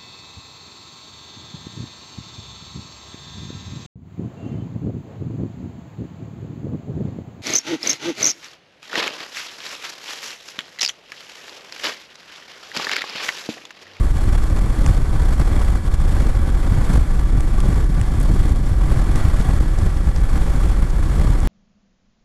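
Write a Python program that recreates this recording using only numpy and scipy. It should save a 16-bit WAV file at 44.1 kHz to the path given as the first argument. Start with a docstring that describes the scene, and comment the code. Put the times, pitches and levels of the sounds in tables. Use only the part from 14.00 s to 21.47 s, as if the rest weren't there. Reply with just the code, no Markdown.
"""A motorcycle cruises at a steady speed on a wet road, heard from a camera carried by the rider.
From the start the engine drones and spray hisses, while eddies from the windscreen thump the microphone
and tear the rush of air into a flutter. Just before 1 s the fattest of many water drops ticks on the
housing. The wind sinks near 1.8 s, then gusts hard around 3 s and 5.2 s, with brief lulls in between.
It keeps buffeting over the engine to the end, at 7.5 s."""
import sys
import numpy as np
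from scipy import signal
from scipy.fft import rfft, irfft, next_fast_len
from scipy.io import wavfile
from scipy.ndimage import uniform_filter1d

SR = 44100
rng = np.random.default_rng(int(sys.argv[2]) if len(sys.argv) > 2 else 0)


def master(y):
    """Save y as 16-bit WAV."""
    cut = np.clip(np.atleast_2d(y).T, -1, 1)
    pcm = np.round(cut * 32767)  # scale
    wavfile.write(sys.argv[1], SR, pcm.astype(np.int16))


N = 329603
T = np.arange(N) / SR


def undb(db):
    """Decibels to gain."""
    return 10 ** (np.asarray(db) / 20)


def unit(x):
    """Scale to rms 1."""
    return x / np.sqrt(np.mean(x ** 2))


def noise():
    """White noise."""
    return rng.standard_normal(N)


def wobble(rate_hz):
    """Random modulator: sample and hold, smoothed twice; spread near 1."""
    hold = max(int(SR / rate_hz), 2)
    steps = np.repeat(rng.standard_normal(N // hold + 1), hold)
    return 1.113 * uniform_filter1d(uniform_filter1d(steps, hold), hold)[:N]


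# resonances of the camera housing: f/Hz, width/Hz, boost/dB
HOUSING_PEAKS = [(783, 75, 4.5), (1133, 105, 5.5), (3320, 78, 5.5), (4350, 430, 6), (6740, 160, 5.5),
                 (7570, 420, 3.6)]


def colour(x, eq):
    """Shape x with an EQ curve, 12 dB/octave skirts and the resonances of the housing; rms 1."""
    size = next_fast_len(N)
    f = np.arange(size // 2 + 1) * SR / size + 1e-3
    hz, db = np.transpose(eq)
    shape_db = np.interp(np.log(f), np.log(hz), db)
    shape_db -= 40 * np.log10(np.maximum(f / hz[-1], 1) * np.maximum(hz[0] / f, 1))
    for centre, width, boost_db in HOUSING_PEAKS:
        shape_db += boost_db / (1 + (2 * (f - centre) / width) ** 2)
    return unit(irfft(rfft(x, size) * undb(shape_db), size)[:N])


# engine speed: t/s, four-stroke cycle rate/Hz
CYCLE_RATE = [(0, 28.56), (1.6, 28.52), (3.9, 28.39), (5.5, 28.42), (7.47, 28.48)]
# exhaust and engine drone: multiple of the cycle rate, level/dB
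DRONE_HARMONICS = [(3, -33.5), (4, -37.5), (5, -40), (6, -45), (8, -45.5), (11, -43), (12, -47.5),
                   (13, -48.5), (14, -53), (18, -55.5), (19, -52), (21, -55), (26, -52.5), (27, -61),
                   (34, -55), (40, -59.5), (41, -54), (42, -56), (53, -57), (60, -59.5), (61, -57)]
# gear and chain whine at cruising speed: f/Hz, level/dB
GEAR_WHINE = [(1030, -69), (1345, -55.5), (1431, -63), (1488, -61), (1660, -58.5), (1919, -57),
              (2290, -60.5)]


def engine(trim_db=-0.5, waver_db=3, drift=0.001824, clatter_db=-48, blur_rad=.8):
    """Exhaust drone and gear whine follow the crankshaft and waver in the air stream; valves clatter."""
    cycle_hz = np.interp(T, *np.transpose(CYCLE_RATE))
    cycles = np.cumsum(cycle_hz * (1 + drift * wobble(5))) / SR
    partials = DRONE_HARMONICS + [(hz / cycle_hz.mean(), db) for hz, db in GEAR_WHINE]
    drone = 0
    for multiple, db in partials:
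        tone = np.sin(2 * np.pi * (multiple * cycles + rng.random()) + blur_rad * wobble(16))
        drone += undb(db) * unit(tone * undb(waver_db * wobble(6)))
    valve_envelope = np.exp(-(cycles % 1) / 0.21)  # one burst a cycle
    clatter = colour(noise() * valve_envelope, RUSH_EQ)  # shares the EQ of the air rush
    return drone * undb(trim_db) + clatter * undb(clatter_db)


# bright, wet hiss: f/Hz, level/dB
SPRAY_EQ = [(1500, -5.5), (2700, 0), (3600, 3), (3950, -2.5), (4400, -2.5), (5600, 0), (6300, -3.5),
            (7300, -1.5), (9000, -1), (11300, -4), (13000, -13), (15000, -23)]


def spray(stir_db, ride_db, mist_db=-46.5, grain_db=2.5, tyres_db=-53):
    """Grainy mist, carried by the gusts and eddies, over the even hiss of the tyres."""
    grains = noise() * undb(grain_db * np.minimum(rng.exponential(size=N), 5))
    mist = colour(grains * undb(0.94 * stir_db + .5 * wobble(40)), SPRAY_EQ)
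    tyres = colour(noise(), SPRAY_EQ)
    return mist * undb(mist_db + ride_db) + tyres * undb(tyres_db)


def splat(ring_hz, knock_hz, knock_db, thud_db, thud_hz=750, attack_s=.0008):
    """One drop: a spatter of a few milliseconds rings the housing over a duller knock and thud; peak 1."""
    size = 1024
    t = np.arange(size) / SR
    f = np.arange(1, size // 2 + 2) * SR / size

    def band(hz, octaves):
        return np.exp(-.5 * (np.log2(f / hz) / octaves) ** 2)

    burst = rfft(rng.standard_normal(size) * t * np.exp(-t / attack_s))
    burst /= np.sqrt(np.abs(burst))  # flatten the spatter so no one pitch stands out
    ring = .3 + band(ring_hz, octaves=.36)  # on a broadband floor
    knock = undb(knock_db) * band(knock_hz, octaves=.36)
    thud = undb(thud_db) * band(thud_hz, octaves=.7)
    high_cut = 1 / np.sqrt(1 + (f / (ring_hz + 2500)) ** 16)
    tick = irfft(burst * (ring + knock + thud) * high_cut)
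    return tick / np.abs(tick).max()


# fat drops on the housing: t/s, peak level/dB, ring f/Hz, knock f/Hz, knock/dB re ring, thud/dB re ring
FAT_DROPS = [(.8621, -14.5, 6700, 2150, 6, 12), (.8769, -27, 7900, 2300, -8, -10),
             (1.941, -25.5, 6200, 3200, 1, 6), (2.9347, -28, 7300, 2300, -6, -10),
             (3.4057, -21, 7300, 2300, 4, 10), (3.603, -21.5, 8200, 3300, -2, 3),
             (3.7444, -29, 5200, 2300, -8, -10), (4.013, -20, 7700, 2150, 9, 0),
             (4.2009, -26, 8900, 2300, -10, -10), (4.2134, -28, 8400, 2300, -10, -10),
             (4.2298, -26.5, 10800, 1800, -2, -6), (4.494, -30, 6800, 2300, -8, -10),
             (5.1587, -22, 7600, 3300, -2, 2), (5.4121, -24.5, 4800, 3100, -1, 5),
             (5.7877, -26, 6900, 2300, -10, -10), (6.1613, -25, 5000, 2300, -12, -12),
             (6.9037, -30, 6300, 2300, -10, -10), (7.4026, -27, 7700, 2300, -8, -10)]


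def drops(small_count=70, softest_db=-40.5):
    """Water ticks on the housing: a few fat drops among a random scatter of small ones."""
    small_drops = [(when * N / SR, softest_db + 6 * weight, 4000 + 5000 * pitch, 2300, -8, -6)
                   for when, weight, pitch in rng.random((small_count, 3))]
    ticks = np.zeros(N + SR)
    for s, db, *timbre in FAT_DROPS + small_drops:
        tick, start = splat(*timbre), int(s * SR)
        ticks[start:start + len(tick)] += undb(db) * tick
    return ticks[:N]


# wind swells: peak t/s, attack/s, release/s, rush lift/dB, buffet lift/dB, mist lift/dB
GUST_CUES = [(0.3, 0.24, 0.64, 2.5, 1.5, 2.5), (.577, 0.034, 0.04, 3.5, 3, 2),
             (0.9, 0.16, 0.097, 5, 7.5, 6), (1.168, 0.025, .03, 2, 2.5, 1), (1.41, 0.41, 0.95, 4, 2, 3.5),
             (1.417, 0.019, .025, 1, 6, 2), (1.61, .08, 0.046, 1, 2, 0), (1.873, .02, 0.017, 2.5, 3, 5),
             (2.18, 0.19, 0.26, 3.5, 5.5, 3), (2.487, 0.043, 0.031, 4, 5.5, 3.5),
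             (2.77, 0.28, 0.071, 3.5, 4, 2.5), (2.955, 0.22, 0.063, 7, 8, 7),
             (3.335, 0.027, .06, 1, 6.5, 0), (3.71, 0.18, 0.22, 3.3, 8, 3.5), (3.903, .015, 0.016, 4, 8, 9),
             (3.986, 0.023, .025, 2, 5.5, -1), (4.3, 0.29, 0.74, 2.0, 5, 3.5),
             (4.301, .02, 0.024, 1, 10, -1), (4.35, 0.023, .025, -2, 9, 1), (4.805, .015, 0.025, 3, 1, 0),
             (4.92, 0.094, 0.13, 6, 7, 4.5), (5.22, 0.26, 0.22, 7.5, 5, 7), (5.49, 0.18, 0.18, 5, 5, 5),
             (5.871, 0.12, 0.039, 3.5, 7, 3), (6.38, 0.1, 0.12, 4, 3, 2.5), (6.62, 0.34, 0.28, 4, 1.3, 4),
             (7.22, 0.22, 0.22, 4.5, 6, 4.5), (7.45, 0.065, 0.11, 1, 1.5, 2.5)]


def gusts():
    """Gusts build and pass: fader rides in dB for the rush, the buffeting and the mist."""
    rides_db = 0
    for s, attack_s, release_s, *lifts_db in GUST_CUES:
        swell = np.interp(T, [s - attack_s, s, s + release_s], [0, 1, 0])
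        rides_db += np.outer(lifts_db, swell)
    return rides_db


# holes in the wind: deepest t/s, ramp each way/s, rush dip/dB, rumble dip/dB (a negative dip lifts)
LULL_CUES = [(.13, 0.023, 6.5, 5), (.75, 0.049, -2, 8), (1.0, .025, 2, 2), (1.107, 0.022, 2, 2),
             (1.364, .025, 5, 0), (1.444, .016, 6, 8), (1.815, 0.082, 7.5, 10), (1.897, 0.018, 12, -1.5),
             (1.966, 0.018, 9, -1), (2.066, .025, 3, -1), (2.52, 0.028, 2.5, -1), (2.993, .015, 4, 1.5),
             (3.06, 0.031, 1, 2.5), (3.27, 0.2, 2.5, -1.5), (3.89, 0.058, 9.5, 3), (4.08, 0.023, 0, 4),
             (4.54, 0.012, 11, -4), (4.61, 0.084, 5.5, 3), (4.757, 0.079, 4.5, 1), (5.074, .022, 1, 9),
             (5.436, 0.013, 3, 5), (5.72, 0.081, 1, 2.5), (5.93, 0.028, 0.5, 4), (6.02, 0.03, 2.5, 6),
             (6.13, 0.021, 6, 12), (6.88, 0.051, 1.5, 4)]


def lulls():
    """The air stream lets go of the camera: fader rides in dB for the rush and the rumble."""
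    rush_db, rumble_db = 0, 0
    for s, ramp_s, rush_dip_db, rumble_dip_db in LULL_CUES:
        calm = np.interp(T, [s - ramp_s, s, s + ramp_s], [0, 1, 0])
        rush_db -= rush_dip_db * calm
        rumble_db -= rumble_dip_db * calm
    return rush_db, rumble_db


# sub-bass rumble of the eddies: f/Hz, level/dB
RUMBLE_EQ = [(5, -14.5), (16, -2.5), (33, 1.5), (48, -4), (65, -10), (90, -17.5), (140, -36), (300, -53)]
# big vortex hits: t/s, suction re rumble rms, length crest to crest/s, duck just before/dB, slap/dB
VORTEX_HITS = [(.17, 1.8, .02, -1, 2.5), (.328, 1.8, .018, -1, 2.5), (.352, 2.3, .022, -1, 3),
               (.382, 2.6, .026, -9, 0), (.528, 2.6, .015, 0, -2), (.617, 2.3, .03, -6, -1),
               (.876, 1.8, .009, 0, 0), (.911, 2.7, .011, 0, -1), (.975, 2.2, .03, 0, 1),
               (1.220, 2.5, .016, -1, 1.5), (1.399, 3.1, .02, -4, 2), (1.617, 1.9, .02, 0, 2),
               (1.756, 3.0, .024, -2, 3), (1.941, 2.7, .021, -2, 1.5), (2.168, 2.4, .012, 0, 1),
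               (2.203, 2.8, .019, 0, 1), (2.268, 2.8, .023, -1, -1), (2.722, 2.8, .013, 0, 0),
               (2.785, 2.3, .011, 0, 0), (2.975, 3.1, .02, 0, 0), (3.195, 2.3, .022, -1, 2.5),
               (3.686, 2.6, .023, 0, -1), (3.843, 2.8, .017, -1, 1), (4.015, 2.1, .012, 0, -1),
               (4.185, 2.4, .011, 0, -1), (4.455, 2.3, .018, -1, 1.5), (4.520, 3.0, .019, -1, 0),
               (4.718, 2.3, .012, 0, 0), (4.920, 2.5, .026, 0, 0), (4.973, 2.0, .011, 0, 0),
               (5.252, 3.1, .014, 0, 1), (5.490, 2.6, .021, 0, 0), (5.606, 3.2, .021, -11, 0),
               (5.832, 2.0, .012, 0, 0), (5.969, 2.3, .019, -1, 1.5), (6.073, 2.6, .018, 0, 0),
               (6.357, 1.7, .022, 0, 3), (6.417, 2.6, .028, -2, -2), (6.657, 2.9, .019, 0, -1),
               (6.826, 2.8, .026, -5, 2), (7.198, 3.4, .015, 0, -1.5), (7.304, 2.8, .015, 0, 0),
               (7.433, 2.4, .014, 0, 1)]
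FLUTTER_HZ = 30  # the flow is never quite steady


def eddies(compression=0.88, window_s=0.0705, flutter_db=1.0, skew=0.077, crest=0.52):
    """Pressure of the vortices shed by the windscreen: uneven in timing, mostly alike in strength."""
    pressure = colour(noise(), RUMBLE_EQ)
    power = uniform_filter1d(pressure ** 2, int(window_s * SR))
    levelled = pressure / power ** (compression / 2)
    pressure = unit(levelled * undb(flutter_db * wobble(FLUTTER_HZ)))
    pressure = unit(pressure - skew * (pressure ** 2 - 1))  # sharp cores, round crests
    for s, depth, length_s, _, _ in VORTEX_HITS:
        # a low-pressure core between two weaker crests takes over the flow
        age = (T - s) / length_s
        near = np.abs(age) < 1
        crossfade = np.cos(np.pi / 2 * age[near])
        suction = np.cos(2 * np.pi * age[near])
        thump = -depth * np.maximum(suction, crest * suction)
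        pressure[near] = (1 - crossfade) * pressure[near] + crossfade * thump
    return pressure


def turbulence(pressure, lag_s=0.00074, depth_db=2.0, release_s=0.0024):
    """Envelope of the fine turbulence in dB: strongest just after each low-pressure core."""
    stir_db = depth_db * np.interp(T - lag_s, T, -pressure)
    for s, _, length_s, duck_db, slap_db in VORTEX_HITS:
        # the flow runs smooth just ahead of a big vortex, which lands as a slap and leaves a wake
        duck = np.exp(-(4 * ((T - s) / length_s + .5)) ** 4)
        slap = np.interp(T, [s - length_s / 2, s, s + length_s, s + length_s + release_s], [0, 1, 1, 0])
        stir_db += duck_db * duck + slap_db * slap
    return stir_db


# low body of the wind: f/Hz, level/dB
BUFFET_EQ = [(45, 0.5), (85, 0.5), (140, -0.5), (170, -3), (205, -7.5), (290, -10), (400, -19),
             (700, -31.5), (1500, -52)]
# midrange rush of air: f/Hz, level/dB
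RUSH_EQ = [(200, -2.5), (400, 2), (530, 4), (680, 0), (950, -0.5), (1300, -2.5), (1720, -3), (1820, -8),
           (1950, -4.5), (2320, -9), (2600, -16), (4000, -30.5)]


def airflow(stir_db, buffet_ride_db, rush_ride_db, buffet_db=-26, rush_db=-37.5, low_lag_s=0.0027):
    """Low buffeting and a broad rush, torn into bursts by the eddies; the lows land a little later."""
    late_stir_db = np.interp(T - low_lag_s, T, stir_db)
    buffet = colour(noise() * undb(1.16 * late_stir_db + 1.3 * wobble(90)), BUFFET_EQ)
    rush = colour(noise() * undb(stir_db + 0.24 * wobble(90)), RUSH_EQ)
    return buffet * undb(buffet_db + buffet_ride_db) + rush * undb(rush_db + rush_ride_db)


def scene(rumble_db=-13.5, rush_flutter_db=0.47, buffet_flutter_db=1.42):
    """Wind up front, engine and water behind; gusts and lulls ride the levels of wind and mist."""
    gust_rush_db, gust_buffet_db, gust_mist_db = gusts()
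    lull_rush_db, lull_rumble_db = lulls()
    unsteady_db = lull_rush_db + rush_flutter_db * wobble(FLUTTER_HZ)
    rush_ride_db = gust_rush_db + unsteady_db
    mist_ride_db = gust_mist_db + 0.91 * unsteady_db
    buffet_ride_db = gust_buffet_db + 0.39 * unsteady_db + 0.25 * lull_rumble_db
    buffet_ride_db += buffet_flutter_db * wobble(FLUTTER_HZ)
    pressure = eddies() * undb(lull_rumble_db)
    stir_db = turbulence(pressure)
    wind = pressure * undb(rumble_db) + airflow(stir_db, buffet_ride_db, rush_ride_db)
    return (wind + spray(stir_db, mist_ride_db) + engine() + drops())[None]


def record(dry, fizz_db=-29, ceiling=.95, high_cut_hz=15000):
    """The microphone fizzes at the deepest suction and soft-clips big thumps; a filter cuts the top."""
    strain = np.clip(-dry - .48, 0, .2)
    fizzy = dry + undb(fizz_db) * strain * noise()
    rounded = fizzy / (1 + (fizzy / ceiling) ** 4) ** (1 / 4)
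    high_cut = signal.ellip(8, .2, 70, high_cut_hz, fs=SR, output="sos")
    return signal.sosfilt(high_cut, rounded)


dry = scene()
out = record(dry)
master(out)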